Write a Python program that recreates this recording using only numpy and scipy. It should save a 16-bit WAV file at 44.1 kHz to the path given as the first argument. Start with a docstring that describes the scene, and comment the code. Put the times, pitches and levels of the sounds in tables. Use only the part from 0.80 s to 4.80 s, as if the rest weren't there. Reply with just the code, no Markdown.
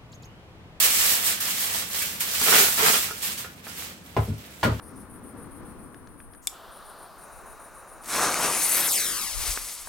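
"""Tearing off aluminium foil

In a small kitchen, foil is pulled from its cardboard box, crackling with thousands of tiny buckles
a second; creases snap and panels pop. Two strokes along the serrated edge rasp through the hollow
box, which flexes in the hand. The box is tapped by the fingers and bumped twice onto the booming
worktop while the sheet rustles on, over a low room rumble."""
import sys
import numpy as np
from scipy import signal
from scipy.fft import rfft, irfft
from scipy.io import wavfile

SR = 44100
rng = np.random.default_rng(int(sys.argv[2]) if len(sys.argv) > 2 else 0)


def wrap_up_sound(samples):
    """Save the sound to the file named by the first command line argument, as 16-bit audio."""
    columns = np.atleast_2d(samples).T
    # keep every value between -1 and 1, then stretch to whole-number steps
    tamed = np.clip(columns, -1, 1)
    steps = np.round(tamed * 32767).astype(np.int16)
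    wavfile.write(sys.argv[1], SR, steps)


N = 176400


def amp(db):
    """Decibels to gain."""
    return 10 ** (np.asarray(db) / 20)


def unit(x):
    """Scale to rms 1."""
    return x / np.sqrt(np.mean(x ** 2) + 1e-20)


def along(points, hz):
    """Interpolate (f/Hz, value) points on a log frequency axis."""
    f, v = np.transpose(points)
    return np.interp(np.log(hz + 1), np.log(f + 1), v)


def curve(rows):
    """Interpolate (t/s, level/dB) points per sample; silent outside."""
    return np.interp(np.arange(N) / SR, *np.transpose(rows), left=-120, right=-120)


def grid():
    """Filter grid in Hz."""
    return np.fft.rfftfreq(2 * N, 1 / SR)


def colour(x, gain):
    """Minimum-phase filter from a gain on the grid; keeps the power of white noise."""
    cepstrum = irfft(np.log(np.maximum(unit(gain), 1e-6)))
    cepstrum[1:N] *= 2
    cepstrum[N + 1:] = 0
    return irfft(rfft(x, 2 * N) * np.exp(rfft(cepstrum)))[..., :N]


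def pan(db):
    """Stereo gains for a left-minus-right level."""
    return amp(np.array([[db], [-db]]) / 2)


def add(track, s, sound):
    """Mix a sound in at s seconds."""
    i = min(max(round(s * SR), 0), N - 1)
    track[..., i:i + sound.shape[-1]] += sound[..., :N - i]


def burst(t60):
    """Decaying white noise."""
    t = np.arange(SR // 4) / SR
    return rng.standard_normal(len(t)) * amp(-60 * t / t60)


# diffuse field: f/Hz, left-right coherence
COHERENCE = [(100, 0.9), (500, 0.79), (1000, 0.029)]


def diffuse():
    """Stereo noise, alike in the bass and unrelated in the treble."""
    angle = np.arccos(np.clip(along(COHERENCE, grid()[::2]), -1, 1)) / 2
    mid, side = irfft(rfft(rng.standard_normal((2, N))) * [np.cos(angle), np.sin(angle)], N)
    return np.array([mid + side, mid - side])


# room decay: f/Hz, t60/s
KITCHEN_DECAY = [(150, 0.32), (1000, 0.22), (4000, 0.26), (15000, 0.13)]


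def kitchen(x, wet_db, places):
    """Tiles and cupboards reflect; each block of sound leaves from a random place with its own echo."""
    wet, block = np.zeros((2, N)), 64
    place = np.repeat(rng.integers(places, size=N // block + 1), block)[:N]
    for k in range(places):
        hz, t, noise = signal.stft(diffuse()[:, :SR // 2], SR, nperseg=256)
        decay = amp(-60 * t / along(KITCHEN_DECAY, hz)[:, None])
        tail = signal.istft(noise * decay, SR, nperseg=256)[1]
        add(wet, 0, signal.fftconvolve(x * (place == k), tail / np.linalg.norm(tail[0]), axes=1))
    return (x + amp(wet_db) * wet) / np.hypot(1, amp(wet_db))


# background spectrum: f/Hz, level/dB
RUMBLE_SPECTRUM = [(25, -29), (60, 3), (85, 6.5), (130, -2), (185, 6.5), (300, -2.5), (3000, -17.5),
                   (15000, -57)]


def room_rumble(level_db=-47.5):
    """Low, steady, diffuse noise."""
    return amp(level_db) * unit(colour(diffuse(), amp(along(RUMBLE_SPECTRUM, grid()))))


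def buckles(per_s, scatter_db, life_s, width_db, lag_s):
    """Each buckle is a tiny ping of random size, pitch and place; total rms 1."""
    chance = np.clip(per_s / SR, 1e-4, .3)
    at = np.flatnonzero(rng.random(N) < chance)
    size, pitch, side, phase = rng.random((len(at), 4)).T[..., None]
    gain = amp(scatter_db * np.minimum(-np.log(size), 5))
    gain /= np.sqrt(chance[at, None])  # power independent of rate
    k = np.arange(64)
    pings = gain * np.cos(2 * np.pi * (pitch * k / 2 + phase)) * np.exp(-k / (life_s * SR))
    place = 2 * side - 1
    ears = []
    for offset in (place, -place):
        index = np.abs(at[:, None] + k + np.round(offset * lag_s * SR).astype(int))
        ears.append(np.bincount(index.ravel(), (pings * amp(offset * width_db)).ravel(), N)[:N])
    return unit(np.array(ears))


# crinkle envelope as the foil is pulled, torn off, held loose: t/s, level/dB
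FOIL_PULLED = [(0, -19), (.05, -20), (.09, -25), (.25, -22), (.33, -23), (.405, -33), (.46, -22),
               (.53, -30), (.56, -39), (.598, -39), (.606, -31), (.705, -29), (.75, -35), (.81, -28),
               (.92, -33), (.952, -27.5), (1.06, -41), (1.11, -37), (1.14, -30), (1.19, -28.5), (1.34, -39),
               (1.392, -43)]
FOIL_TORN = [(1.406, -28), (1.45, -34), (1.59, -28), (1.62, -24), (1.68, -22), (1.765, -17.5),
             (1.82, -19.5), (1.86, -25), (1.96, -30), (1.99, -24.5), (2.08, -22), (2.16, -24), (2.2, -30),
             (2.24, -30), (2.28, -38.5), (2.33, -42.5)]
FOIL_LOOSE = [(2.41, -41), (2.43, -27), (2.47, -31), (2.56, -44), (2.585, -34.5), (2.69, -55.5),
              (2.825, -59.5), (2.845, -47), (2.94, -45.5), (3.0, -37), (3.19, -61.5), (3.235, -63),
              (3.255, -50.5), (3.35, -58), (3.42, -49.5), (3.52, -55.5), (4.0, -52.5)]
# creases snapping through: t/s, level/dB
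CREASE_SNAPS = [(.604, -19.5), (1.219, -28), (1.405, -18), (1.73, -17), (3.368, -38.5), (3.835, -26.5)]
# foil spectrum: f/Hz, level/dB
FOIL_SPECTRUM = [(100, -12.5), (200, -20), (420, -10.5), (900, -6.5), (1400, -3), (2500, -0.5),
                 (4500, -1.5), (6800, -1), (8200, 2), (9700, -2), (12000, 1.5), (15500, -0.5)]
FOIL_PAN_DB = -2.5


def foil_crinkle(gain_db=5, busy_db=-28, busy_buckles_per_s=4000):
    """The faster the foil bends, the denser, louder and brighter its buckles; a few creases snap."""
    level_db = curve(FOIL_PULLED + FOIL_TORN + FOIL_LOOSE)
    per_s = busy_buckles_per_s * amp(level_db - busy_db) ** .45
    crackle = buckles(per_s, scatter_db=2.5, life_s=89e-6, width_db=3, lag_s=150e-6)
    foil = amp(level_db + gain_db) * crackle
    for s, db in CREASE_SNAPS:
        add(foil, s, amp(db) * np.array([burst(t60=.067) for _ in range(2)]))
    lows = signal.lfilter(*signal.butter(1, 2660, fs=SR), foil)
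    shelf_db = .31 * (busy_db - level_db)  # slow bending is duller
    foil += lows * (amp(shelf_db) - 1)
    in_room = kitchen(foil, wet_db=4.5, places=8)
    return pan(FOIL_PAN_DB) * colour(in_room, amp(along(FOIL_SPECTRUM, grid())))


# panels popping through: t/s, level/dB, f/Hz
PANEL_POPS = [(0.608, -36.5, 1230), (.945, -32.5, 895), (1.218, -28, 2293)]


def foil_pops(weak_modes=12, log_spread=.25, t60_s=.11):
    """A foil panel flips and rings tinnily: one main mode among weaker scattered ones."""
    out, t = np.zeros((2, N)), np.arange(SR // 4) / SR
    for s, db, hz in PANEL_POPS:
        modes_hz = hz * np.exp(np.append(0, log_spread * rng.standard_normal(weak_modes)))
        sizes = np.append(2, rng.random(weak_modes))
        phases = rng.random((2, weak_modes + 1, 1))
        ring = unit(sizes @ np.sin(2 * np.pi * (modes_hz[:, None] * t + phases)))
        add(out, s, amp(db - 60 * t / t60_s) * ring)
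    return pan(FOIL_PAN_DB) * kitchen(out, wet_db=-11.5, places=1)


# air notes of the flexing box: t/s, level/dB, f/Hz
FLEX_NOTES = [(1.61, -27, 250), (1.712, -28, 435), (1.785, -16.5, 394.4), (2.022, -11, 442.4)]
BOX_PAN_DB = -2.5


def box_flexes(rise_s=.014, t60_s=.15):
    """The walls give under the grip and pump the air inside; the lid gap sets its hollow note."""
    out, t = np.zeros((2, N)), np.arange(SR // 4) / SR
    swell = (1 - np.exp(-t / rise_s)) ** 2
    for s, db, hz in FLEX_NOTES:
        add(out, s, amp(db - 60 * t / t60_s) * swell * np.sin(2 * np.pi * hz * t))
    return pan(BOX_PAN_DB) * kitchen(out, wet_db=-6.5, places=1)


# cardboard wall modes: f/Hz, width/Hz, level/dB
WALL_MODES = [(560, 57, -12), (1030, 280, -1), (1294, 35, 10), (1423, 15, 15), (2500, 350, -3.5)]


def cardboard(spectrum, walls_db, cavity_db, pitch=1, cavity_hz=436, cavity_width_hz=44):
    """Gain of the box: wall modes and the air inside, over a broad spectrum."""
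    f = grid()
    modes = [(hz * pitch, width, db + walls_db) for hz, width, db in WALL_MODES]
    modes.append((cavity_hz, cavity_width_hz, cavity_db))
    power = sum(amp(db) ** 2 / (1 + (2 * (f - hz) / width) ** 2) for hz, width, db in modes)
    return amp(along(spectrum, f)) * np.sqrt(1 + power)


def knock(t60, yield_s=.0015):
    """A burst with the soft start of yielding cardboard."""
    hit = burst(t60)
    return hit * (1 - np.exp(-np.arange(len(hit)) / (yield_s * SR)))


# knocks on the box: t/s, level/dB
BOX_TAPS = [(1.613, -22), (1.72, -18.5), (1.757, -20), (1.882, -23), (2.163, -29.5), (2.285, -33.5),
            (2.307, -29.5), (2.644, -29.5), (2.867, -31.5), (3.995, -29)]
# tap spectrum: f/Hz, level/dB
TAP_SPECTRUM = [(100, -1), (240, 3), (450, -6.5), (800, 2), (1500, -0.5), (2500, -5), (12000, -30)]


def box_taps(gain_db=2.5):
    """Soft fingers, the loose lid and the jerking foil knock on the cardboard."""
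    knocks = np.zeros((2, N))
    for s, db in BOX_TAPS:
        add(knocks, s, amp(db + gain_db) * knock(t60=.037))
    box = cardboard(TAP_SPECTRUM, walls_db=-1, cavity_db=13.5)
    return pan(BOX_PAN_DB) * colour(kitchen(knocks, wet_db=-4, places=2), box)


def tooth_bites(teeth_per_s=130, scatter_db=1, t60_s=.025, steady_scrape=.18):
    """The edge catches and lets go unevenly; each slip is a spurt of scraping."""
    gaps, sizes = rng.standard_normal((2, 2000))
    at = (np.cumsum(np.exp(.35 * gaps)) / teeth_per_s * SR).astype(int)
    strength = amp(scatter_db * np.clip(sizes, -2, 2))
    slips = np.bincount(at[at < N], strength[at < N], N)
    spurts = signal.lfilter([1], [1, -amp(-60 / (t60_s * SR))], slips)
    return unit((steady_scrape + spurts) * diffuse())


# force on the serrated edge, one list per stroke: t/s, level/dB
STROKE_FORCES = [
    [(1.66, -28), (1.672, -24.5), (1.706, -26), (1.72, -19.5), (1.765, -20.5), (1.785, -23), (1.84, -28.5),
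     (1.89, -37)],
    [(1.977, -27), (1.987, -26.5), (2.025, -22), (2.1, -22.5), (2.125, -38), (2.147, -23.5), (2.172, -31)],
]
# box as gripped in each stroke: wall pitch ratio, cavity level/dB
STROKE_GRIPS = [(1.035, 8), (.96, 10)]
# rasp spectrum: f/Hz, level/dB
RASP_SPECTRUM = [(80, -22), (170, -6), (320, -8.5), (700, -3), (1350, -1.5), (2400, -1.5), (4500, -9),
                 (12000, -30)]


def tear():
    """Tooth after tooth bites through the foil and shakes the hollow box."""
    out = np.zeros((2, N))
    for force, (pitch, cavity_db) in zip(STROKE_FORCES, STROKE_GRIPS):
        rasp = kitchen(amp(curve(force)) * tooth_bites(), wet_db=-8, places=4)
        out += colour(rasp, cardboard(RASP_SPECTRUM, walls_db=-1, cavity_db=cavity_db, pitch=pitch))
    return pan(BOX_PAN_DB) * out


# box hitting the worktop: t/s, slap level/dB, boom level/dB, slap cutoff/Hz, slap t60/s
CONTACTS = [(3.365, -12.5, -44, 1250, 0.035), (3.372, -14.5, -15, 1200, 0.021),
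            (3.478, -25, -22.5, 290, 0.043), (3.5, -33, -21.5, 330, 0.098), (3.829, -14.5, -29, 2920, 0.1),
            (3.849, -18.5, -23, 1400, 0.079), (3.872, -24.5, -20, 1000, 0.11),
            (3.899, -32.5, -21.5, 696, 0.11)]
# slap spectrum: f/Hz, level/dB
SLAP_SPECTRUM = [(60, -2.5), (170, 3), (265, 1.5), (340, -6), (450, -4), (850, -1.5), (1400, -3.5),
                 (2400, -6.5), (8000, -11), (15000, -4)]
# worktop modes: f/Hz, level/dB, t60/s
WORKTOP_MODES = [(72.2, -3.5, 0.3), (106.5, 5, 0.21), (150, -3.5, 0.18), (254, -14.5, 0.17)]


def box_bumps(slap_gain_db=-1, boom_rise_s=.0076):
    """Two bumps of four contacts; each contact slaps the cardboard and sets the worktop booming."""
    slaps, booms, t = np.zeros((2, N)), np.zeros(N), np.arange(SR // 2) / SR
    ring = sum(amp(db - 60 * t / t60) * np.sin(2 * np.pi * hz * t) for hz, db, t60 in WORKTOP_MODES)
    boom = ring * (1 - np.exp(-t / boom_rise_s)) ** 2
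    for s, slap_db, boom_db, cutoff_hz, t60 in CONTACTS:
        slap = signal.lfilter(*signal.butter(2, cutoff_hz, fs=SR), knock(t60))
        makeup = np.sqrt(SR / 2 / cutoff_hz)
        add(slaps, s, amp(slap_db) * makeup * slap)
        add(booms, s, amp(boom_db) * boom)
    box = cardboard(SLAP_SPECTRUM, walls_db=-3, cavity_db=5)
    slaps = colour(kitchen(slaps, wet_db=1, places=1), box)
    return pan(db=1) * (amp(slap_gain_db) * slaps + booms)


def scene():
    """Foil, box and room together."""
    foil = foil_crinkle() + foil_pops() + tear()
    box = box_flexes() + box_taps() + box_bumps()
    return foil + box + room_rumble()


def record(dry, ceiling=.93, low_cut_hz=45, top_hz=16000):
    """Soft peak limiter, bass cut and band limit."""
    limited = dry / (1 + (dry / ceiling) ** 10) ** (1 / 10)
    thinned = signal.sosfilt(signal.butter(2, low_cut_hz, "highpass", fs=SR, output="sos"), limited)
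    return irfft(rfft(thinned, 2 * N) * (grid() < top_hz))[:, :N]


dry = scene()
out = record(dry)
wrap_up_sound(out)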